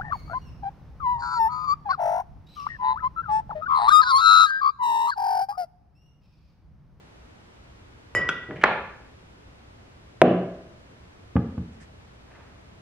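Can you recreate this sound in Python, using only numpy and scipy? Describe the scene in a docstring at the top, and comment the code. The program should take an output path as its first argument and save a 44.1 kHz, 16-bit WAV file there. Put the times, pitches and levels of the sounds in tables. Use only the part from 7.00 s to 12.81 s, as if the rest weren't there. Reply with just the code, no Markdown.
"""Wooden table, quiet room. A ceramic lid clinks and rings (1.15 s), then taps a dish. Crockery is
shoved, the lid's rim scrapes, and the lid lands hard (1.64 s). A full glass bottle is knocked onto
the bare wood (3.22 s), then set on a woven mat (4.36 s), where it rocks once. Fingers slide off the
glass; clothes rustle. The room answers every blow; the two hard knocks overload the recorder and
its limiter ducks. Rumble, hum and hiss throughout."""
import sys
import numpy as np
from scipy import signal
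from scipy.fft import rfft, irfft
from scipy.io import wavfile
from scipy.ndimage import uniform_filter1d

SR = 44100
rng = np.random.default_rng(int(sys.argv[2]) if len(sys.argv) > 2 else 0)


def store_wav(level_fs):
    """Save 16-bit WAV to argv[1]."""
    pcm = np.round(np.clip(np.atleast_2d(level_fs), -1, 1) * 32767)
    wavfile.write(sys.argv[1], SR, pcm.T.astype(np.int16))


N = 256220

# (time [s], level [dB], hardness [Hz])
BOTTLE_BLOWS = [(3.2169, -5.5, 16000)]
# (frequency [Hz], density [dB])
BOTTLE_BURST = [(15, -86), (70, -27), (130, -7.5), (180, -7), (320, -4), (470, -3), (640, 3), (770, -4),
                (930, -16), (1200, -16.5), (1600, -20), (2500, -19.5), (3400, -31.5), (4200, -44.5),
                (5500, -51.5), (8500, -42), (14000, -89.5)]
# (frequency [Hz], level [dB], t60 [s])
KNOCK_AND_ROOM_MODES = [(181.2, -8, 0.52), (248, -11.5, 0.42), (320, -14, 0.45), (335, -8, .035),
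                        (400, -21, 0.49), (489, -19, 0.59), (607, -21, 0.77), (645, -0.5, .025),
                        (660, -24.5, 0.85), (728, -23.5, 0.64), (1000, -8.5, .035), (5400, -27.5, .008),
                        (8500, -15.5, .008)]


def bottle_on_wood():
    """Glass knocks on bare wood and sets the room's low resonances booming; the lowest builds up."""
    rise_s = 0.05
    swell = 1 - np.exp(-np.arange(SR) / SR / rise_s)
    return struck(BOTTLE_BLOWS, BOTTLE_BURST, KNOCK_AND_ROOM_MODES, chatter_t60_s=0.016, chatter_db=4,
                  room_db=1, build_s=0.024, lag_ms=0.062, tick=snap(db=-9, hz=1650),
                  lowest_gain=swell, highpass_hz=130)


# (time [s], level [dB], hardness [Hz], sink time [s], glass tick [dB])
MAT_BLOWS = [(4.3560, -11, 430, .0098, -25), (4.5782, -19.5, 307, 0.00124, -46)]
# (frequency [Hz], density [dB])
MAT_BURST = [(15, -52), (50, -9), (90, -9), (150, -5), (250, 4.5), (340, -0.5), (420, -1), (530, 0),
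             (780, -4), (1400, -8), (2200, -21), (3100, -24), (4500, -52), (12000, -54)]
# (frequency [Hz], level [dB], t60 [s])
MAT_PARTIALS = [(92.2, -7, 0.22), (128.7, -9, 0.23), (180.4, -2, 0.2), (238, -8.5, 0.3), (263.7, -5, 0.19),
                (318, -14.5, 0.37)]


def bottle_on_mat(fibres=6, weave_s=0.009, weave_db=-33.5, glass_hz=6000, bounce_s=0.00245):
    """Soft thuds: the fibres crunch as they give, the glass bottoms out and rebounds once."""
    rows = []
    for s, db, hard_hz, sink_s, tick_db in MAT_BLOWS:
        rows.append((s, db, hard_hz))
        for k, jitter in enumerate(rng.random(fibres)):
            rows.append((s + weave_s * (k + jitter) / fibres, db + weave_db, glass_hz))
        rows += [(s + sink_s, tick_db, glass_hz), (s + sink_s + bounce_s, tick_db - 4.5, glass_hz)]
    return struck(rows, MAT_BURST, MAT_PARTIALS, chatter_t60_s=0.051, chatter_db=-5.5,
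                  room_db=-3, build_s=0.004, lag_ms=0.04, opposed=False, highpass_hz=80)


# (time [s], level [dB], hardness [Hz])
LANDING_BLOWS = [(1.5082, -39, 6000), (1.634, -31, 4000), (1.6376, -11, 22000), (1.6412, -26.5, 9000)]
# (frequency [Hz], density [dB])
TABLE_BURST = [(15, -67.5), (70, -39.5), (150, -14), (300, -7.5), (450, -4), (620, -1), (900, 1.5),
               (1250, -0.5), (1600, -1), (2100, 0), (2700, -10), (4000, -22), (5500, -35.5), (8500, -32.5),
               (14000, -45.5)]
# (frequency [Hz], level [dB], t60 [s])
TABLE_PARTIALS = [(260, -12.5, 0.03), (388.5, -8.5, 0.074), (584, -21.5, 0.084), (1070, -11, .14),
                  (1181, -13, 0.074), (1395, -1.5, 0.025), (1735, -7.5, 0.083), (2010, 2, 0.038),
                  (2234, -9.5, 0.042)]


def crockery_on_table():
    """The wood takes a shove, then the dead clack of the lid."""
    return struck(shoves() + LANDING_BLOWS, TABLE_BURST, TABLE_PARTIALS, chatter_t60_s=0.017,
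                  chatter_db=5, room_db=2, build_s=0.0019, lag_ms=0.038, tick=snap(db=-59, hz=2400))


# (time [s], level [dB], length [s])
SHOVE_RUNS = [(1.488, -10.5, 0.066)]


def shoves(gap_s=0.007, jitter_s=0.00209, rise_s=0.013, fade_db=-15.5, hard_hz=370):
    """Stick-slip of crockery: soft, uneven blows that swell and fade."""
    rows = []
    for s, db, length_s in SHOVE_RUNS:
        t = np.arange(0, length_s, gap_s)
        swell_db = 20 * np.log10(1 - np.exp(-(t + gap_s) / rise_s))
        levels_db = db + swell_db + fade_db * t / length_s
        times_s = s + t + jitter_s * rng.standard_normal(len(t))
        rows += [(at, level, hard_hz) for at, level in zip(times_s, levels_db)]
    return rows


# (time [s], level [dB], hardness [Hz])
LID_BLOWS = [(1.1501, -24.5, 16700)]
# (frequency [Hz], density [dB])
LID_BURST = [(15, -59.5), (70, -5), (170, -4), (260, -7.5), (370, 0.5), (540, 4), (800, -10), (1400, 3),
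             (2000, -2.5), (2800, -10), (4000, -30), (5200, -19), (6200, -21.5), (9000, -21),
             (11500, -38.5), (14000, -77.5)]
# (frequency [Hz], level [dB], t60 [s])
LID_PARTIALS = [(1942.7, 2.5, .85), (1962.3, -4, .76), (2982, -13, .3), (4925, -22, .27),
                (4963, -20.5, .35), (5380, -19.5, .25), (7176, -11, .16), (8148, -22, .17),
                (8484, -25, .16), (8958, -24, .14), (9148, -17.5, .13), (9680, -27, .14), (10410, -19, .12),
                (11130, -20, .15), (12550, -36, .15)]


def lid_clink():
    """The lid rings freely; its two lowest partials beat."""
    return struck(LID_BLOWS, LID_BURST, LID_PARTIALS, chatter_t60_s=0.01, chatter_db=2,
                  room_db=6, build_s=0.01, lag_ms=-0.038)


# (time [s], level [dB], hardness [Hz])
DISH_BLOWS = [(1.2160, -40, 6980), (1.2899, -20, 16400), (1.2978, -31.5, 13800)]
# (frequency [Hz], density [dB])
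DISH_BURST = [(15, -55), (70, -34), (150, -3.5), (450, -5), (800, -12), (1150, -2.5), (1480, 9.5),
              (1800, -10.5), (2400, -4.5), (3400, -3.5), (4000, -26.5), (6000, -16), (9000, -31),
              (14000, -44)]
# (frequency [Hz], level [dB], t60 [s])
DISH_PARTIALS = [(1186, -21.5, 0.34), (1395, -9, 0.15), (1510, -16.5, 0.174), (2270, -34, 0.11),
                 (3290, -19, 0.14), (5100, -40, .25), (7100, -43, .13), (8840, -37.5, 0.28),
                 (9150, -36, .18), (9700, -43, .15)]


def dish_taps():
    """A dish rings briefly under the lid's taps."""
    return struck(DISH_BLOWS, DISH_BURST, DISH_PARTIALS, chatter_t60_s=0.019, chatter_db=4.5,
                  room_db=-2, build_s=0.0056, lag_ms=0.04)


# (time [s], level [dB], length [s])
RIM_DRAGS = [(1.558, -47.5, 0.015), (1.613, -41, .011)]
# (frequency [Hz], density [dB])
RIM_BURST = [(15, -60), (400, -2), (1000, -10), (1600, 2.5), (2300, 0.5), (3100, -6.5), (4000, -22.5),
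             (5500, -24), (8000, -28), (13000, -45)]
# (frequency [Hz], level [dB], t60 [s])
RIM_PARTIALS = [(1900, -4.5, .035), (3040, -7, 0.035)]


def rim_scrapes(gap_s=0.0022, ends_db=2.5, spread_db=9.5, hard_hz=14000):
    """The gripped lid's rim catches on tiny bumps, a little harder at both ends of a drag."""
    rows = []
    for s, db, length_s in RIM_DRAGS:
        grid = np.arange(0, 1, gap_s / length_s)
        jitter, weakness = rng.random((len(grid), 2)).T
        progress = grid + jitter * gap_s / length_s
        levels_db = db + ends_db * (2 * progress - 1) ** 2 - spread_db * weakness
        rows += [(s + u * length_s, level, hard_hz) for u, level in zip(progress, levels_db)]
    return struck(rows, RIM_BURST, RIM_PARTIALS, chatter_t60_s=0.014, chatter_db=15,
                  room_db=5.5, build_s=0.0059, lag_ms=0.02)


def struck(rows, colour, partials, chatter_t60_s, chatter_db, room_db, build_s, lag_ms,
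           tick=0, lowest_gain=1, opposed=True, highpass_hz=72):
    """Each blow excites a burst of crowded, damped modes, clear partials and the room."""
    t = np.arange(SR) / SR
    sign = -1 if opposed else 1  # neighbouring modes alternate, unless the push is broad
    lowest, *upper = [sign ** k * amp(db - 60 * t / t60_s) * np.sin(2 * np.pi * hz * t)
                      for k, (hz, db, t60_s) in enumerate(partials)]
    ring = np.sqrt(200 / SR) * (lowest * lowest_gain + sum(upper))
    # vibration running to and fro in the wood
    chatter = amp(chatter_db) * unit_energy(rng.standard_normal(SR) * amp(-60 * t / chatter_t60_s))
    chatter[0] += 1  # first push
    burst = unit_energy(signal.fftconvolve(flatten(chatter, 150), click(colour)))[:SR]
    force = blows(rows, highpass_hz)
    direct = signal.oaconvolve(force, burst + ring + tick)[:N]
    room_send = signal.oaconvolve(force, burst + amp(-14) * ring)[:N]
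    time_s = np.arange(N) / SR
    left = np.interp(time_s - lag_ms / 1000, time_s, direct)  # off-centre source
    return np.array([left, direct]) + amp(room_db) * room(room_send, build_s)


def blows(rows, highpass_hz):
    """Force pulses, rolling off above their hardness; small objects radiate little bass."""
    force, t = np.zeros(N), np.arange(1, 1025) / SR
    for s, db, hard_hz in rows:
        pulse = t ** 3 * np.exp(-2 * np.pi * hard_hz * t)
        add(force, s, amp(db) * pulse / pulse.sum())
    highpass = signal.butter(4, highpass_hz, "high", fs=SR, output="sos")
    return signal.sosfilt(highpass, force) * np.sqrt(SR / 100)


def snap(db, hz):
    """Air puff from a hard object stopped dead."""
    u = 2 * np.pi * hz * np.arange(SR) / SR
    return amp(db) * unit_energy(np.gradient(u ** 3 * np.exp(-u)))


# (time [s], level [dB], length [s])
FINGER_SLIDES = [(4.72, -68.5, 0.058), (4.8, -57.5, 0.059)]
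# (frequency [Hz], density [dB])
FINGER_SPECTRUM = [(600, -35), (1800, 9.5), (3500, -16), (5200, -3.5), (9000, -10), (13000, -41)]


def fingers():
    """Skin brushes the bottle as the hand lets go."""
    out = np.zeros((2, N))
    for s, db, length_s in FINGER_SLIDES:
        u = np.linspace(0, 1, round(length_s * SR))
        friction = np.array([noise(FINGER_SPECTRUM, len(u)) for _ in range(2)])
        add(out, s, amp(db) * unit_rms(np.sqrt(u) * (1 - u)) * friction)
    return out


# (frequency [Hz], density [dB])
CLOTH_SPECTRUM = [(100, -31), (500, 0.5), (1000, 3.5), (1600, 1), (2400, -3.5), (3500, -15), (8000, -36),
                  (14000, -70)]


def rustle(start_s=5.22, length_s=0.48, level_db=-61.5, uneven_db=2.5):
    """Clothes brush softly as the arm reaches across the table."""
    u, direct = np.linspace(0, 1, round(length_s * SR)), np.zeros(N)
    folds = amp(uneven_db * noise([(1, -6.5), (30, -5), (120, -63.5)], len(u)))
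    envelope = unit_rms(u ** 2 * (1 - u) ** 4 * folds)
    add(direct, start_s, amp(level_db) * envelope * noise(CLOTH_SPECTRUM, len(u)))
    return direct + room(direct, build_s=0.01)


# (frequency [Hz], t60 [s])
ROOM_DECAY = [(100, 0.85), (250, 0.53), (450, 0.81), (680, 0.54), (1100, 0.68), (3000, 0.62), (5500, 0.52),
              (10000, 0.035)]
# (frequency [Hz], gain [dB])
ROOM_GAIN = [(60, 10.5), (200, 2.5), (600, -1), (2000, -4.5), (4000, -1), (6000, -8), (9000, -23),
             (13000, -31)]
# (frequency [Hz], left-right correlation [-1..1])
ROOM_CORRELATION = [(100, 1), (300, 1), (600, 0.94), (1000, 0.75), (1800, 0.64), (3000, -0.12),
                    (6000, 0.074)]


def room(x, build_s):
    """Diffuse tail, swelling after the direct sound; bass alike in both ears."""
    mid, side = rfft(echoes(ROOM_DECAY)), rfft(echoes(ROOM_DECAY))
    hz = np.linspace(0, SR / 2, len(mid))
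    correlation = curve(ROOM_CORRELATION, hz)
    mid *= np.sqrt((1 + correlation) / 2)
    side *= np.sqrt((1 - correlation) / 2)
    tail = irfft(np.array([mid + side, mid - side]) * amp(curve(ROOM_GAIN, hz)))
    t = np.arange(tail.shape[1]) / SR
    tail *= (1 - np.exp(-t / build_s)) * np.minimum(10 * (t[-1] - t), 1)
    return signal.fftconvolve(x[None], tail, axes=1)[:, :N]


def echoes(decay, size=32768):
    """Echo cloud: equal energy in all bands, each with its own t60."""
    hz, t, bands = signal.stft(rng.standard_normal(size), SR, nperseg=256)
    bands *= amp(-60 * t / curve(decay, hz)[:, None])
    cloud = signal.istft(bands, SR, nperseg=256)[1][:size]
    return flatten(cloud, 70)


# (frequency [Hz], level [dB])
HUM_TONES = [(58, -64), (119, -62)]
# (frequency [Hz], density [dB])
AIR_MID_SPECTRUM = [(15, -13.5), (30, -12), (55, -0.5), (85, 0.5), (120, -8), (170, -8), (350, -13),
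                    (700, -18.5), (1500, -23), (3000, -29), (6000, -38), (10000, -47), (13000, -55.5),
                    (15000, -66.5)]
AIR_SIDE_SPECTRUM = [(20, -29), (100, -2.5), (350, 3), (700, 0), (1500, -3.5), (3000, -9), (6000, -17.5),
                     (10000, -28.5), (13000, -34), (15000, -57)]


def background(mid_db=-52, side_db=-55.5):
    """Room rumble, faint wavering hum, wide hiss."""
    t, hum = np.arange(N) / SR, np.zeros(N)
    for hz, db in HUM_TONES:
        waver_rad = noise([(1, -2.5), (4, -14.5), (20, -93.5)], N)
        hum += amp(db) * np.sqrt(2) * np.sin(2 * np.pi * hz * t + waver_rad)
    mid = amp(mid_db) * noise(AIR_MID_SPECTRUM, N) + hum
    side = amp(side_db) * noise(AIR_SIDE_SPECTRUM, N)
    return np.array([mid + side, mid - side])


def amp(db):
    return 10 ** (np.asarray(db) / 20)


def unit_rms(x):
    return x / np.sqrt(np.mean(x ** 2) + 1e-20)


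def unit_energy(x):
    return x / np.linalg.norm(x)


def curve(points, hz):
    """Interpolation over log frequency."""
    points_hz, values = np.transpose(points)
    return np.interp(np.log(hz + 1), np.log(points_hz + 1), values)


def add(mix, start_s, sound):
    """Mixes a sound in, in place."""
    part = mix[..., round(start_s * SR):][..., :sound.shape[-1]]
    part += sound[..., :part.shape[-1]]


def noise(colour, size):
    """Shaped noise, rms one."""
    gain = amp(curve(colour, np.fft.rfftfreq(size, 1 / SR)))
    return unit_rms(irfft(rfft(rng.standard_normal(size)) * gain, size))


def click(colour, size=4096):
    """Minimum-phase pulse of the given spectrum."""
    log_gain = np.log(amp(curve(colour, abs(np.fft.fftfreq(size, 1 / SR)))))
    spectrum = np.exp(np.conj(signal.hilbert(log_gain)))
    return unit_energy(np.fft.ifft(spectrum).real[:size // 2])


def flatten(x, width_hz):
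    """Levels broad spectral peaks and dips; fine ripple stays."""
    spectrum = rfft(x, 2 * len(x))
    power = uniform_filter1d(abs(spectrum) ** 2, size=int(2 * len(x) * width_hz / SR) + 1)
    return unit_energy(irfft(spectrum / np.sqrt(abs(power) + 1e-12))[:len(x)])


def scene():
    """Stereo sum of all sources."""
    crockery = lid_clink() + dish_taps() + crockery_on_table() + rim_scrapes()
    return crockery + bottle_on_wood() + bottle_on_mat() + fingers() + rustle() + background()


def record(dry, limit_db=-10, recover_db_per_s=65, attack_s=0.003, depth=0.21, lowpass_hz=16000):
    """A limiter ducks after each hard knock, too late for the first peaks, which flatten."""
    power = uniform_filter1d((dry ** 2).mean(0), size=180)
    level_db = 10 * np.log10(abs(power) + 1e-12)
    fall_db = np.arange(N) * recover_db_per_s / SR
    held_db = np.maximum.accumulate(level_db + fall_db) - fall_db
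    over_db = np.maximum(held_db - limit_db, 0)
    pole = np.exp(-1 / (attack_s * SR))
    ducked = dry / amp(depth * signal.lfilter([1 - pole], [1, -pole], over_db))
    clipped = ducked / (1 + ducked ** 6) ** (1 / 6)
    lowpass = signal.firwin(255, lowpass_hz, window=("kaiser", 9), fs=SR)
    return signal.oaconvolve(clipped, lowpass[None], "same")


dry = scene()
out = record(dry)
store_wav(out)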